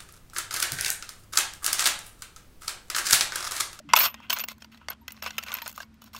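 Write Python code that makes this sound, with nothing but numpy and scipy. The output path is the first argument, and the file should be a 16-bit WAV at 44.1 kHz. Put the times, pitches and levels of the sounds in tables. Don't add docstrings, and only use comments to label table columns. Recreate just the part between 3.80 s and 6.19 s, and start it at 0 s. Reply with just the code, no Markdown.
import sys
import numpy as np
from scipy import signal
from scipy.fft import rfft, irfft, next_fast_len
from scipy.io import wavfile
from scipy.ndimage import map_coordinates

SR = 44100
rng = np.random.default_rng(int(sys.argv[2]) if len(sys.argv) > 2 else 0)


def voltage_ratio(decibels):
    exponent = np.asarray(decibels, float) / 20
    return 10 ** exponent


def master_out(mix):
    frames = np.transpose(np.atleast_2d(mix))
    ceiling = np.clip(frames, -1, 1)
    pcm = np.round(ceiling * 32767).astype(np.int16)
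    wavfile.write(sys.argv[1], SR, pcm)


N = 105531

TAG_PARTIALS = [11960, 12085, 12770, 13245, 13640, 14970, 15495]
# (frequency [Hz], level [dB], T60 [s])
TRAY_MODES = [(678, -10.5, 0.052), (1010, -5, 0.051), (1104, 1, 0.027), (1280, 3, 0.016),
              (1489, 5.5, 0.019)]


def contacts(clack, tick):
    # (time [s], clack peak level [dB],
    # tray knock level re clack [dB], metal tick level re clack [dB])
    tag_contacts = [(0.0893, -44.5, 10, -31), (0.1351, 0, -10.5, -18), (0.156, -18.5, -35, 4),
                    (0.163, -7.5, -11, 4), (0.1689, -13, -8, 4.5), (0.1738, -10, -7, -2.5),
                    (0.187, -12, -39, 1.5), (0.1967, -17, -10, -4), (0.2041, -13, -17, 6.5),
                    (0.2257, -23.5, -6.0, 6), (0.2411, -19.5, -21, 4.5), (0.258, -25, 3, 8),
                    (0.3426, -30, -6.5, 2), (0.402, -46, 8.5, -22), (0.498, -14, -30, -8.5),
                    (0.5031, -10, -16, -3), (0.5283, -14, -5, -2), (0.5695, -21, -13, -14.5),
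                    (0.5869, -32.5, -16, 16), (0.5946, -15.5, -24, -9.5), (0.602, -20.5, -32, -1.5),
                    (0.638, -21.5, -13, -5), (0.6854, -22, -13.5, 0), (0.7176, -39, 3.5, 10.5),
                    (0.781, -51, 0, 7),
                    (0.821, -29.5, -11, -35), (0.845, -34.5, -9, -14.5), (0.9243, -42, -9, -24),
              (0.9745, -42, -23, -24), (1.0846, -20.5, -4.5, -30), (1.104, -26.5, 0.5, -28),
              (1.131, -32.5, -12, -19), (1.2804, -20, -13, -3.5), (1.3207, -43.5, -23.5, 20.5),
              (1.424, -23, -7.5, -4), (1.4412, -27, -7, -8), (1.462, -20.5, -3, -21),
              (1.506, -25, -7.5, -15), (1.5667, -59, -11, 18), (1.5819, -16, -22, 0.5),
              (1.6357, -25, -21, 4.5),
                    (1.6685, -35, -26, -10), (1.683, -26, -22, -23), (1.705, -34, 3, -12),
               (1.7181, -18.5, -15, -13), (1.74, -23, -8, 3.5), (1.7501, -23.5, -8, 4.5),
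               (1.769, -29, -12, 1.5), (1.7853, -22.5, -12.5, -21), (1.8186, -24.5, -7.5, -5),
               (1.8459, -50, 3, 10), (1.8602, -25, -14, -11), (1.8777, -35.5, -0.5, 19.5),
               (1.927, -42.5, -6.0, 11), (1.961, -50.5, -6.0, 22.5), (1.9777, -34.5, 7, 8.5),
               (2.0032, -30.5, 2, -10), (2.017, -36, -10, -6), (2.0297, -33, -3, -14),
               (2.142, -55, -9, 5.5), (2.219, -42, -0.5, 7.5), (2.348, -37.5, 0.5, -8),
               (2.3633, -30, -17, 1.5),
                    (0.1918, -32, -16, -2), (0.21, -14.5, -10, 2), (0.235, -16.5, -3.5, -10),
               (0.2695, -30, 0, -5), (0.3011, -38, -10, -6), (0.5145, -30, -6, -8), (0.5635, -27, -7, -8),
               (0.945, -39.5, -11, -14.5), (1.014, -54.5, 13.5, -20), (1.1155, -33, -4.5, -12.5),
               (1.3052, -35.5, -10, -1.5), (1.345, -48, -2, -10), (1.3667, -40, -12, -15),
               (1.375, -40.5, -10, -15), (1.436, -37.5, 6, -10), (1.4525, -41, -10, 7),
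               (1.4755, -30, -6, -11), (1.627, -29.5, -25, -4.5), (1.6999, -36, -18, -8),
               (1.7273, -32, 1.5, 4), (1.836, -50, -15, 0), (1.865, -29, 1.5, -8), (1.8943, -40, -4, 14),
               (1.9013, -41.5, -20, 15.5), (1.914, -43, -11, 12), (2.241, -46, -3.5, 12),
               (2.275, -47.5, 0.5, -16), (2.354, -36, -0.5, -8), (2.375, -42.5, 2, -14)]
    contact_s, detune = 0.0026, 0.1

    times, clack_db, knock_db, tick_db = np.transpose(tag_contacts)
    clacks = strike(times, clack_db, clack, contact_s, detune)
    tray_knocks = strike(times, clack_db + knock_db, TRAY_MODES, contact_s, 0.5 * detune)
    ticks = strike(times, clack_db + tick_db, tick, 0.5 * contact_s)
    return clacks + tray_knocks + ticks


def strike(times, db, modes, contact_s, detune=0):
    length = 2048
    first_click, mode_spread_db = 7, 3.0
    t = np.arange(length) / SR

    chatter = rng.standard_normal((len(times), length)) ** 3
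    chatter = chatter * np.minimum(t / 0.0005, 1) * np.exp(-t / contact_s)
    chatter[:, 0] = first_click

    strengths = rng.standard_normal((len(times), len(modes)))
    sounds = 0
    for k, (hz, level, t60) in enumerate(modes):
        gain = voltage_ratio(level + mode_spread_db * strengths[:, k, None])
        sounds = sounds + gain * ring(chatter, hz, t60)

    if detune:
        grip = np.tanh(rng.standard_normal((len(times), 1)))
        read = (1 + detune * grip) * np.arange(length)
        sounds = map_coordinates(sounds, [np.indices(read.shape)[0], read], order=3)

    peaks = np.abs(sounds).max(axis=1)
    sounds = sounds * (voltage_ratio(db) / peaks)[:, None]
    out = np.zeros(N + length)
    starts = (times * SR).astype(int)
    np.add.at(out, starts[:, None] + np.arange(length), sounds)
    return out[:N]


def ring(drive, hz, t60):
    radius = voltage_ratio(-60 / (t60 * SR))
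    angle = 2 * np.pi * np.minimum(hz, 0.45 * SR) / SR
    feedback = [1, -2 * radius * np.cos(angle), radius * radius]
    return signal.lfilter([0, np.sin(angle)], feedback, drive + 1e-18)


def spread_modes(colour, t60, count):
    hz = np.geomspace(colour[0][0], colour[-1][0], count) * rng.uniform(0.94, 1.03, count)
    ratio = hz / hz[0]
    level = at_hz(colour, hz) + 5 * np.log10(ratio)
    return list(zip(hz, level, t60 * ratio ** -0.3))


def at_hz(points, hz):
    known_hz, known_db = np.transpose(points)
    return np.interp(np.log(hz), np.log(known_hz), known_db)


def rings():
    # (time [s], level [dB], free ring time [s])
    free_tags = [
        [(.225, -23.5, 0.3), (.529, -30, 0.064), (1.212, -58.5, 0.09), (1.425, -58.5, 0.12),
         (1.462, -50, 0.088), (1.728, -47, 0.25), (1.822, -49, .08)],
        [(.168, -18.5, 0.11), (.6, -35.5, 0.22), (.843, -56.5, 0.065)],
        [(.163, -17, 0.075), (1.425, -43, 0.16), (1.82, -37.5, 0.086), (2.018, -62.5, 0.27)],
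        [(.165, -26.5, .07), (1.74, -19, 0.033), (.188, -13, 0.11), (1.1, -29, 0.053)],
        [(.168, -30, 0.039), (.19, -23.5, 0.061), (.227, -24, 0.28), (.529, -20, 0.035)],
        [(0.24, -54, .3), (0.53, -22, 0.11), (2, -70, 0.32), (1.425, -49, 0.14), (2.6, -53, 0.16)],
        [(.19, -29.5, 0.11), (.212, -21.5, 0.092), (.638, -25, 0.065), (.528, -23, .05), (1.751, -51, .08),
         (0.243, -23.5, .1), (1.822, -52, 0.17)],
    ]
    twin_hz = 38
    out = np.zeros(N)
    for hz, strikes in zip(TAG_PARTIALS, free_tags):
        flutter = wander()
        for start, db, t60 in strikes:
            age = np.maximum(np.arange(N) / SR - start, 0)
            main = np.sin(2 * np.pi * hz * age + 1.7 * flutter)
            twin = 0.54 * np.sin(2 * np.pi * (hz - twin_hz) * age - 1.58 * flutter)
            decay = voltage_ratio(db - 20 * age / t60 * (2 + 10 * age / t60))
            onset = 1 - np.exp(-age / 0.00098)
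            out += decay * onset * (main + twin) * voltage_ratio(2.9 * flutter)
    return out


def wander():
    every = 900
    count = N // every + 2
    return rms_one(np.interp(np.arange(N) / every, np.arange(count), rng.standard_normal(count)))


def rms_one(x):
    return x / np.sqrt(np.mean(x ** 2) + 1e-20)


def sliding(clack, tick):
    # (time [s], length [s], level [dB], brightness [dB])
    strokes = [(0.088, 0.2, -45.5, -19.5), (0.151, .11, -36, 0.5), (0.26, 0.26, -57, -20),
               (0.496, 0.036, -36, 1.5), (0.555, 0.066, -41.5, -8.5), (0.676, 0.051, -52.5, -1.5),
               (0.8, 0.047, -64, -1.5), (0.915, 0.064, -63.5, -6.5), (0.997, 0.066, -65, -20),
               (1.108, 0.019, -49.5, -16), (1.274, 0.13, -64, -7), (1.42, 0.062, -44, -10.5),
               (1.492, 0.17, -56, -7), (1.661, 0.14, -46, -8.5), (1.827, 0.07, -56, 2),
               (1.939, 0.089, -60.5, 2.5), (2.214, 0.067, -65.5, 1), (2.33, 0.17, -56.5, 3)]
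    slips_per_s, slip_spread_db, patchy_db = 2200, 3.5, 4.0
    attack_s, release_db_per_s = 0.004, 900
    knock_db, keen_db = -1.5, 3.0

    sizes = voltage_ratio(slip_spread_db * np.minimum(rng.exponential(1, N), 4))
    happens = rng.random(N) < slips_per_s * voltage_ratio(patchy_db * wander()) / SR
    slips = sizes * happens

    def crackle(modes):
        total = 0
        for hz, db, t60 in modes:
            strength = voltage_ratio(db + patchy_db * np.tanh(wander()))
            total = total + ring(strength * slips * rng.standard_normal(N), hz, t60)
        return rms_one(total)

    dull = crackle([mode for mode in clack if mode[0] < 3400])
    tray = crackle(TRAY_MODES)
    keen = crackle([mode for mode in clack if mode[0] >= 3400])
    metal = crackle(tick)

    start, length, db, bright_db = np.transpose(strokes)[:, :, None]
    age = np.arange(N) / SR - start
    attack = np.clip(age / attack_s, 0, 1)
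    level = attack * voltage_ratio(db - release_db_per_s * np.maximum(age - length, 0))
    bright_level = level * voltage_ratio(bright_db)
    low = level.sum(axis=0) * (dull + voltage_ratio(knock_db) * tray)
    high = bright_level.sum(axis=0) * (voltage_ratio(keen_db) * keen + metal)
    return low + high


def knocks():
    # (time [s], frequency [Hz], level [dB], ring time [s], 60 dB down at half of it)
    clean_knocks = [(0.0, 609, -37, 0.051), (0.046, 288, -43.5, 0.26), (.07, 148, -39, 0.16),
                    (0.104, 204, -39.5, 0.12), (1.543, 153, -43, 0.1), (2.004, 1592, -26, 0.036),
                    (0.1354, 899.5, -7, 0.052), (0.135, 1043, 1, 0.033), (.1623, 3440, -10, 0.022),
                    (0.161, 2610, -13, 0.056), (.168, 1308, -16.5, 0.058), (.165, 638, -29.5, 0.1),
                    (0.188, 2555, -30, .06), (0.5033, 3080, -14, 0.024), (1.01, 1300, -58, 0.26),
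                    (1.215, 930, -54, 0.17), (1.488, 2630, -47, .1), (1.583, 1330, -31, 0.084),
                    (1.584, 2955, -26, 0.043), (1.707, 1150, -30.5, 0.048), (1.8196, 921, -37.5, 0.13),
                    (2.347, 1126, -26, 0.026), (2.217, 3000, -52.5, .1)]
    out = np.zeros(N)
    for start, hz, db, t60 in clean_knocks:
        age = np.maximum(np.arange(N) / SR - start, 0)
        decay = voltage_ratio(db - 20 * age / t60 * (2 + 8 * age / t60))
        onset = 1 - np.exp(-age * hz / 2)
        out += decay * onset * np.sin(2 * np.pi * hz * age)
    return out


def room(x):
    t60_s, wall_cut_hz = 0.19, 1200
    size = next_fast_len(N + SR)
    hz = np.fft.rfftfreq(size, 1 / SR)
    total = 0
    for k, lag in enumerate(rng.uniform(0.011, 0.032, 10)):
        wall = voltage_ratio(-60 * lag / t60_s) / (1 + 1j * hz / wall_cut_hz)
        loop = wall * np.exp(-2j * np.pi * hz * lag)
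        total = total + (-1) ** k * loop / (1 - loop)
    return irfft(rfft(x, size) * total, size)[:N]


def air():
    # (frequency [Hz], level [dB])
    air_colour = [(35, -39), (60, 1), (200, -5), (300, -11), (460, -20.5), (1300, -17.5), (5000, -27.5),
                  (15000, -44.5)]
    # (frequency [Hz], width [Hz], level [dB])
    hum_lines = [(74, 8, -62), (222, 7, -59), (245, 40, -66)]
    air_db = -62
    hz = np.maximum(np.fft.rfftfreq(N + 1, 1 / SR), 10)
    spectrum = rfft(rng.standard_normal(N + 1)) * voltage_ratio(at_hz(air_colour, hz))
    out = voltage_ratio(air_db) * rms_one(irfft(spectrum, N + 1)[:N])
    for hum_hz, width, db in hum_lines:
        hum = ring(rng.standard_normal(2 * N), hum_hz, 2.2 / width)[N:]
        out = out + voltage_ratio(db) * rms_one(hum)
    return out


def scene():
    # (frequency [Hz], level [dB])
    clack_colour = [(1600, -30.5), (2600, 6), (4200, 5), (6300, 4.5), (8000, -26.5), (10500, -19.5)]
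    # (frequency [Hz], level [dB], T60 [s])
    wall_modes = [(2059, -4, 0.11), (2630, 3.5, 0.026)]
    # (frequency [Hz], level [dB])
    tick_colour = [(6500, -3), (10300, -7), (12000, -10), (13200, -2), (14400, -4), (15600, 4.5)]
    ping_db, ping_t60_s = -11.0, 0.045
    tray_cut_hz, room_db = 520, -20.5

    clack = spread_modes(clack_colour, 0.016, count=20) + wall_modes
    ping_hz = [*TAG_PARTIALS, *rng.uniform(11400, 15700, size=9)]
    pings = [(hz, ping_db, ping_t60_s) for hz in ping_hz]
    tick = spread_modes(tick_colour, 0.007, count=24) + pings

    tags = contacts(clack, tick) + rings() + sliding(clack, tick)
    no_bass = signal.butter(4, tray_cut_hz, "high", fs=SR, output="sos")
    box = signal.sosfilt(no_bass, tags) + knocks()
    return (box + voltage_ratio(room_db) * room(box) + air())[None]


def band_limit(x):
    return signal.sosfilt(signal.butter(12, 16990, fs=SR, output="sos"), x)


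def record(dry):
    top, cutoff_hz = 1.3, 15950
    rounded = top * np.tanh(dry / top)
    low_pass = signal.cheby2(14, 40, cutoff_hz, fs=SR, output="sos")
    mix = signal.sosfilt(low_pass, rounded)
    return band_limit(mix)


dry = scene()
out = record(dry)
master_out(out)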